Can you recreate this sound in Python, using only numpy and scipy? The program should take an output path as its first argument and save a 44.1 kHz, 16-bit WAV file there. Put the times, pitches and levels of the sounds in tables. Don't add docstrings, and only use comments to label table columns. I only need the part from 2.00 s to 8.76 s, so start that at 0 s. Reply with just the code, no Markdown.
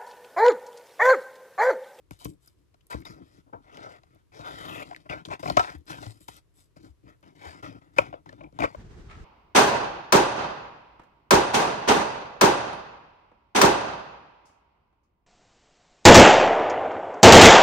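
import sys
import numpy as np
from scipy import signal
from scipy.fft import rfft, irfft
from scipy.io import wavfile
from scipy.ndimage import uniform_filter1d, map_coordinates

SR = 44100
rng = np.random.default_rng(int(sys.argv[2]) if len(sys.argv) > 2 else 0)


def log_audio(samples):
    frames = np.atleast_2d(samples).T
    limited = np.clip(frames, -1, 1)
    pcm = np.round(limited * 32767).astype(np.int16)
    wavfile.write(sys.argv[1], SR, pcm)


def undo_db(level):
    steps = np.asarray(level, float) / 20
    return 10 ** steps


N = 298116

# frequency in Hz, density in dB per Hz.
AIR_SPECTRUM = [(18, -41.5), (30, 5.5), (131, -3.5), (233, -19), (319, -10.5), (866, -31), (937, -24),
                (1590, -30.5), (1810, -30.5), (13000, -40.5), (13800, -61)]
# frequency # in Hz, phase in radians.
PORT_PHASE_RAD = [(60, 1.2), (150, .9), (430, 1.9), (750, 2.35), (1200, 3.15), (1720, 3.9), (3450, 7.6),
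                  (6900, 12.6), (8200, 14.4), (10500, 18.85), (13000, 18.85), (13600, 21.99)]
# frequency in Hz, left minus right in dB.
PORT_EXCESS_DB = [(60, 8), (300, 6), (700, 7.5), (1400, 3.5), (2600, 8), (5500, 8), (8000, 5), (9500, -2),
                  (10500, 0)]
# frequency in Hz, likeness from 0 to 1.
PORT_LIKENESS = [(60, .995), (500, .97), (2300, .8), (4000, .45), (8000, .35), (9500, .5), (10500, .99)]
# frequency in Hz, width in Hz, level in dB.
TABLE_MODES = [(60, 14, -5), (92, 14, -4), (110, 25, 0), (172, 45, -4.5), (305, 53, -2)]
# frequency in Hz, width in Hz, level in dB.
CARD_MODES = [(415, 90, 0), (670, 68, 4.5), (980, 290, -4.5), (1120, 81, 2.5), (1360, 78, -2),
              (1650, 62, -14.5), (2030, 180, -21.5), (2930, 410, -14.5), (3736, 540, -24.5)]
# frequency in Hz, level in dB.
FILM_SPECTRUM = [(1500, -4), (3000, 4.5), (5000, 6), (7500, -6.5), (9300, -16), (11000, -19.5),
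                 (12800, -22), (13300, -32), (14200, -23.5), (15700, -22.5), (15900, -48.5)]
# frequency in Hz, level in dB.
POP_SPECTRUM = [(2500, -19), (6000, -1.5), (10000, 1.5), (15500, 1.5), (16200, -40.5)]
# start in seconds, peak in dB, pitch in Hz.
HAND_BUMPS = [
    (0.942, -31, 67.6),
    (3.753, -36, 75.5),
    (4.066, -29.5, 110.4),
    (4.89, -43, 69.2),
    (5.46, -38.5, 80.4),
    (5.687, -53, 92),
]
# start in seconds, peak in dB.
CREASE_POPS = [(0.1087, -43.5), (0.2468, -26.5), (0.4604, -54), (0.4743, -45), (0.8679, -49),
               (1.0021, -56.5), (1.0141, -55), (1.0525, -45), (1.7709, -56.5), (2.1474, -62), (2.4074, -60),
               (3.7848, -54.5), (3.8556, -60.5), (4.2073, -51), (4.366, -45), (5.0988, -65), (5.2081, -68),
               (5.23, -64.5), (5.6286, -61)]
# start in seconds, peak in dB, pitch in Hz, contact in ms.
EDGE_TICKS = [(0.4777, -53, 4970, 6.1), (0.9292, -41, 2040, 3.2), (1.0514, -39.5, 3670, 2.6),
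              (1.0894, -58, 2420, 3.8), (3.0973, -45, 2400, 13), (3.124, -35, 2280, 6.6),
              (3.318, -45, 1280, 3), (3.3343, -39, 2400, 3.8), (3.474, -35, 2380, 1.7),
              (3.574, -16, 1350, 3.8), (3.5928, -17, 1360, 8.2), (5.9827, -14.5, 2388, 4),
              (6.291, -43.5, 1780, 1.5), (6.41, -54, 2400, 4), (6.44, -49.5, 2390, 2.4),
              (6.459, -59, 2360, 7.4), (6.6021, -33, 2380, 2.5), (6.6196, -27.5, 2360, 3.3),
              (6.6523, -29.5, 2310, 2.7)]
# start in seconds, peak in dB, card pitch in Hz, table thump in dB, contact in ms.
FILM_SNAPS = [(0.109, -39, 680, 6.5, 2.2), (0.252, -32.5, 443, 8.5, 4.4), (0.742, -57, 675, -2, 5.4),
              (0.808, -62.5, 3080, -14, 5.8), (1.02, -51, 1850, -16, 5.2), (1.771, -41.5, 2630, -26, 2.8),
              (2.033, -53.5, 640, -22, 5.3), (2.41, -43.5, 670, -23, 3.9), (2.963, -39, 1870, -23, 1.3),
              (3.499, -19, 685, -19.5, 4.6), (3.7, -38, 1360, -1, 5.5), (4.064, -39.5, 660, 4, 5.5),
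              (4.206, -59.5, 573, 12, 4.8), (4.284, -34.5, 693, -7.5, 4.16), (5.228, -55.5, 570, 2, 3.9),
              (6.291, -46.5, 549, -26.5, 7.3)]
# start in seconds, peak in dB, card pitch in Hz, table thump in dB, contact in ms.
CARD_TAPS = [(0.474, -56.5, 1530, -10, 3.1), (0.944, -29.5, 464, 1.5, 3.4), (1.052, -44, 960, -17, 14),
             (2.155, -57.5, 640, 5, 9.9), (2.911, -34, 810, -29, 2.8), (2.93, -41, 1010, -32, 3.7),
             (3.284, -38, 447, 0, 5.5), (3.394, -40.5, 714, -15, 8.2), (3.429, -29, 565, -22, 9.5),
             (3.475, -26.5, 725, -16, 20), (3.569, -6, 684, -13.5, 8.6), (3.592, -16, 897, -21, 12),
             (3.902, -35, 787, -5, 4.2), (4.765, -51.5, 570, 10.5, 1.2), (5.984, -9, 593, -22, 4.77),
             (6.259, -43, 820, -22, 3.7), (6.327, -42, 490, -8, 6.6), (6.434, -46, 540, -29, 7.8),
             (6.525, -51.5, 483, 6, 2.8), (6.589, -25, 880, -9, 1.7), (6.604, -23, 660, -21, 4.3)]
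# start in seconds, peak in dB, card pitch in Hz, table thump in dB, contact in ms.
FINGER_KNOCKS = [(1.53, -43.5, 647, 6.5, 9.4), (2.393, -38, 475, 4, 1.35), (2.919, -37.5, 770, -31, 5.1),
                 (2.947, -36, 1950, -24, 0.91), (3.055, -47.5, 590, 0, 13.5), (3.096, -31.5, 2640, 4, 7.1),
                 (3.252, -31, 3580, -17, 1), (3.456, -24.5, 714, -7.5, 5.4), (3.981, -44, 921, 7.5, 6),
                 (6.127, -33.5, 773, -29, 3.2), (6.138, -31.5, 524, -18, 4.4), (6.407, -41, 574, -6, 5.5),
                 (6.621, -20, 800, -3, 6.6), (6.634, -15.5, 578, -12, 13.4),
                 (6.746, -32.5, 602, -15.5, 3.7)]
# time in seconds, pitch in Hz, level over scrape in dB.
POCKET_GLIDES = [
    [(1.05, 5100, -6), (1.12, 5000, -4), (1.2, 4900, -9)],
    [(2.45, 3500, -9), (2.58, 3050, -5), (2.68, 2900, -4), (2.75, 2450, -3), (2.86, 2400, -4)],
]
# start in seconds, length in seconds, scrape in the card in dB,
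# hiss of the film in dB, load on the table in dB.
JERK_STROKES = [(0.258, 0.085, -80, -67, -40.5), (0.94, 0.098, -52, -59.5, -38),
                (1.048, 0.19, -51, -65.5, -45), (1.527, 0.085, -47, -83, -44.5),
                (2.85, 0.25, -55.5, -64.5, -52.5), (3.092, .13, -37, -55, -38.5),
                (3.25, 0.027, -48.5, -54.5, -50), (3.394, 0.042, -52, -56.5, -49),
                (3.585, 0.17, -32.5, -44.5, -45), (3.745, 0.079, -65, -70.5, -50),
                (4.2, 0.11, -77, -67.5, -61.5), (4.28, 0.038, -58.5, -56, -56),
                (4.76, 0.085, -62.5, -69, -54), (0.112, 0.12, -68.5, -69, -79.5),
                (5.228, 0.044, -58, -76, -52), (5.626, 0.16, -43.5, -56, -37.5),
                (5.81, 0.14, -63.5, -77, -53.5), (5.995, 0.12, -40, -55, -41.5),
                (6.125, 0.086, -50, -77, -49.5), (6.255, 0.22, -61, -76, -47),
                (6.588, 0.064, -40, -55.5, -28), (6.672, 0.18, -56.5, -68.5, -51),
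                (1.975, 0.06, -71, -92, -76)]
# start in seconds, length in seconds, scrape, hiss and load in dB.
SWELL_STROKES = [(0.4, 0.13, -78, -75, -78), (0.55, 0.1, -91, -89, -61), (3.865, .12, -40, -49.5, -42),
                 (3.97, 0.15, -49.5, -56, -46), (4.54, 0.12, -76, -69.5, -67.5),
                 (5.35, 0.26, -45.5, -59, -47.5), (6.38, 0.11, -52, -82.5, -48.5),
                 (6.615, 0.059, -30, -48.5, -30.5), (1.62, 0.37, -50.5, -67.5, -52.5),
                 (6.52, 0.12, -64, -76, -54), (4.81, 0.1, -62, -68, -52), (5.03, 0.13, -57, -73.5, -51),
                 (5.24, 0.092, -59.5, -72, -51)]
# start in seconds, length in seconds,
# scrape, hiss and load in dB.
DRAG_STROKES = [(0.19, 0.073, -63.5, -65, -65.5), (0.9, 0.037, -42.5, -51, -50),
                (4.3, 0.083, -62, -64, -66), (1.22, 0.18, -68.5, -77, -60), (1.46, 0.04, -67, -100.5, -61),
                (1.8, 0.17, -60.5, -75, -78), (2.0, 0.21, -74, -86, -67.5),
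                (2.32, 0.51, -44.5, -61.5, -47.5), (3.275, 0.019, -64, -70, -48),
                (3.3, 0.042, -35, -55.5, -40.5), (3.425, 0.099, -46.5, -55, -39),
                (3.52, 0.056, -53, -63, -42), (5.93, 0.033, -71.5, -80.5, -64), (5.963, .02, -40, -57, -46),
                (4.09, 0.091, -73, -70.5, -61)]


def unit_rms(x):
    return x / np.sqrt(np.mean(abs(x) ** 2) + 1e-20)


def scale_peak(x, peak_db):
    return undo_db(peak_db) * x / abs(x).max()


def read_curve(points, hz):
    point_hz, value = np.transpose(points)
    return np.interp(np.log(hz + 1), np.log(point_hz + 1), value)


def colour(x, points):
    hz = np.fft.rfftfreq(len(x), 1 / SR)
    return irfft(rfft(x) * undo_db(read_curve(points, hz)), len(x))


def low_pass(x, cut_hz):
    return signal.sosfilt(signal.butter(3, cut_hz, fs=SR, output="sos"), x)


def mode(x, hz, width_hz):
    return signal.lfilter(*signal.iirpeak(hz, max(hz / width_hz, .3), SR), x)


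def double_mode(x, hz, width_hz):
    return mode(mode(x, hz, width_hz), hz, width_hz)


def body(x, modes):
    out = 0
    for k, (hz, width_hz, db) in enumerate(modes):
        out = out + (-1) ** k * undo_db(db) * mode(x, hz, width_hz)
    return out


def shove(noise, contact_ms):
    ms = 1000 * np.arange(len(noise)) / SR
    u = ms / np.clip(contact_ms, .8, 30)
    push = np.minimum(4 * u, 1) * np.exp(-(u / 1.25) ** 3)
    touch = 1.7 * np.exp(-ms / 0.12)
    return noise * (push + touch)


def air():
    a, b = (unit_rms(colour(v, AIR_SPECTRUM)) for v in rng.standard_normal((2, N)))
    return undo_db(-69) * np.array([undo_db(6.0) * a, 0.17 * a + 1.6 * b])


def scatter(x, t60_s):
    t = np.arange(round(t60_s * SR)) / SR
    tail = rng.standard_normal(len(t)) * undo_db(-60 * t / t60_s)
    return signal.oaconvolve(x, tail / np.linalg.norm(tail))[:N]


def ports(left):
    hz = np.fft.rfftfreq(N, 1 / SR)
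    alike = np.clip(read_curve(PORT_LIKENESS, hz), 0, 1)
    direct = alike * np.exp(-1j * read_curve(PORT_PHASE_RAD, hz)) * rfft(left)
    other = np.sqrt(1 - alike ** 2) * rfft(scatter(left, t60_s=.06))
    right = irfft((direct + other) * undo_db(-read_curve(PORT_EXCESS_DB, hz)), N)
    return np.array([left, right])


def bumps():
    out, t = np.zeros(N + 8000), np.arange(8000) / SR
    for start_s, peak_db, hz in HAND_BUMPS:
        push = np.sin(2 * np.pi * hz * t) * t * np.exp(-t / 0.013)
        out[round(start_s * SR):][:8000] += scale_peak(push, peak_db)
    return out[:N]


def crease_pops():
    out = np.zeros(N + 1000)
    for start_s, peak_db in CREASE_POPS:
        pop = colour(shove(rng.standard_normal(1000), contact_ms=2.3), POP_SPECTRUM)
        out[round(start_s * SR):][:1000] += scale_peak(pop, peak_db + 2.0)
    return out[:N]


def edge_ticks():
    out = np.zeros(N + 2000)
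    for start_s, peak_db, hz, contact_ms in EDGE_TICKS:
        push = shove(rng.standard_normal(2000), contact_ms)
        tick = double_mode(push, hz, 0.096 * hz)
        out[round(start_s * SR):][:2000] += scale_peak(tick, peak_db + 5.5)
    return out[:N]


def contacts():
    near, low = np.zeros((2, N + 8000))
    bump = np.sin(np.pi * np.minimum(np.arange(8000) / SR / 0.0036, 1)) ** 2
    thump = body(bump, TABLE_MODES)
    for rows, crack_db in [(FILM_SNAPS, -7.5), (CARD_TAPS, -16.5), (FINGER_KNOCKS, -31.5)]:
        for start_s, peak_db, hz, thump_db, contact_ms in rows:
            noise = rng.standard_normal((2, 8000))
            push = shove(noise[0], contact_ms)
            main = 2 * double_mode(push, hz, 0.42 * hz)
            card = main + 0.64 * low_pass(body(push, CARD_MODES), cut_hz=3 * hz + 900)
            crack = colour(shove(noise[1], .55 * contact_ms), FILM_SPECTRUM)
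            crack = crack * (np.arange(8000) < 4000)
            at = round(start_s * SR)
            near[at:][:8000] += scale_peak(card, peak_db + 6.5)
            near[at:][:8000] += scale_peak(crack, peak_db + crack_db + 10.0)
            low[at:][:8000] += scale_peak(thump, peak_db + thump_db)
    return near[:N], low[:N]


def strokes():
    out, full = np.zeros((3, N)), (0, 0, 0)
    # rows, turning point in s, then scrape, hiss and load in dB at start, turn and end
    kinds = [(JERK_STROKES, lambda length_s: .008, (-12, -8, -14.5), full, (-23, -22, -10)),
             (SWELL_STROKES, lambda length_s: .4 * length_s, (-23, -17.5, -15.5), full, (-15, -14, -7.5)),
             (DRAG_STROKES, lambda length_s: .2 * length_s, (-14, -9, -12), (-4.5, -1.5, -0.5), full)]
    for rows, turn_s, *shape_db in kinds:
        for start_s, length_s, *top_db in rows:
            at = np.arange(round(start_s * SR), min(round((start_s + length_s) * SR), N))
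            corners_s = [0, turn_s(length_s), length_s]
            out[:, at] += [undo_db(db + np.interp(at / SR - start_s, corners_s, stages_db))
                           for db, stages_db in zip(top_db, np.transpose(shape_db))]
    lift_db = np.arange(N) / SR * 900
    level_db = 20 * np.log10(out + 1e-9)
    out = undo_db(np.maximum.accumulate(level_db + lift_db, axis=1) - lift_db)
    return uniform_filter1d(out, size=100, axis=1)


def slips(per_s, spread_db, clump_db, clump_s):
    size = undo_db(spread_db * np.minimum(rng.exponential(1, N), 4)) * rng.standard_normal(N)
    clumps = unit_rms(uniform_filter1d(rng.standard_normal(N), round(clump_s * SR)))
    happens = rng.random(N) < per_s / SR
    return unit_rms(size * happens * undo_db(clump_db * clumps))


def pocket(kicks):
    out = np.zeros(N)
    r = np.exp(-np.pi * 380 / SR)
    for rows in POCKET_GLIDES:
        s, hz, db = np.transpose(rows)
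        at = np.arange(round(s[0] * SR), round(s[-1] * SR))
        turn = np.exp(2j * np.pi * np.cumsum(np.interp(at / SR, s, hz)) / SR)
        smooth = signal.lfilter([1 - r], [1, -r], kicks[at] / turn)
        out[at] = unit_rms((turn * smooth).real) * undo_db(np.interp(at / SR, s, db))
    return out


def patchy(x, depth_db):
    z = signal.stft(x, nperseg=512, noverlap=384)[2]
    field = uniform_filter1d(rng.standard_normal(z.shape), size=6, axis=0)
    field = unit_rms(uniform_filter1d(field, size=22, axis=1))
    return signal.istft(z * undo_db(depth_db * field), nperseg=512, noverlap=384)[1][:len(x)]


def table_echo(x, delay_ms, sway, gain):
    t = np.arange(N) / SR
    waves = [np.sin(2 * np.pi * (hz * t + rng.random())) / np.sqrt(hz) for hz in np.geomspace(.3, 3, 12)]
    drift = unit_rms(sum(waves))
    late = np.arange(N) - delay_ms * SR / 1000 * (1 + sway * drift)
    return (x + gain * map_coordinates(x, [late], order=3)) / np.sqrt(1 + gain ** 2)


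def rubbing():
    scrape, hiss, load = strokes()
    kicks = slips(per_s=5500, spread_db=0.5, clump_db=2.0, clump_s=0.009)
    fine = slips(per_s=3100, spread_db=3.0, clump_db=2.5, clump_s=0.032)
    heavy = slips(per_s=810, spread_db=1.5, clump_db=3.5, clump_s=0.041)

    broad = colour(kicks, [(250, -30.5), (600, 5.5), (3000, -4.5), (5000, -40.5)])
    card = unit_rms(body(kicks, CARD_MODES)) + 0.78 * unit_rms(broad)
    edge = np.clip(11 * hiss / (scrape + 1e-7), .05, 1)
    card = edge * low_pass(card, cut_hz=5230) + (1 - edge) * 1.9 * low_pass(card, cut_hz=1280)

    film = unit_rms(colour(.5 * kicks + fine, FILM_SPECTRUM))
    skin = np.clip(0.56 * hiss / (scrape + 1e-7), 0, 1.5)
    film = film + skin * colour(film, [(5000, -42.0), (8000, 17), (16000, 18)])

    knead = unit_rms(low_pass(body(heavy, TABLE_MODES), cut_hz=561.6))
    rub = undo_db(4.0) * scrape * (card + pocket(kicks)) + undo_db(7.0) * hiss * film
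    return rub, undo_db(1.0) * load * knead


def scene():
    rub, rumble = rubbing()
    tap, thump = contacts()
    rub = patchy(rub, depth_db=2.6)
    rub = table_echo(rub, delay_ms=1.38, sway=.1, gain=.3)
    hands = rub + rumble + tap + thump + edge_ticks() + bumps() + crease_pops()
    room = undo_db(-19) * scatter(hands, t60_s=.2)
    return ports(hands + room) + air()


def top_cut(x):
    return signal.sosfilt(signal.butter(12, 16310, fs=SR, output="sos"), x)


def record(dry):
    cut = signal.sosfilt(signal.butter(3, 46, "high", fs=SR, output="sos"), dry)
    held = cut / (1 + (abs(cut) / .95) ** 6) ** (1 / 6)
    return top_cut(held)


dry = scene()
out = record(dry)
log_audio(out)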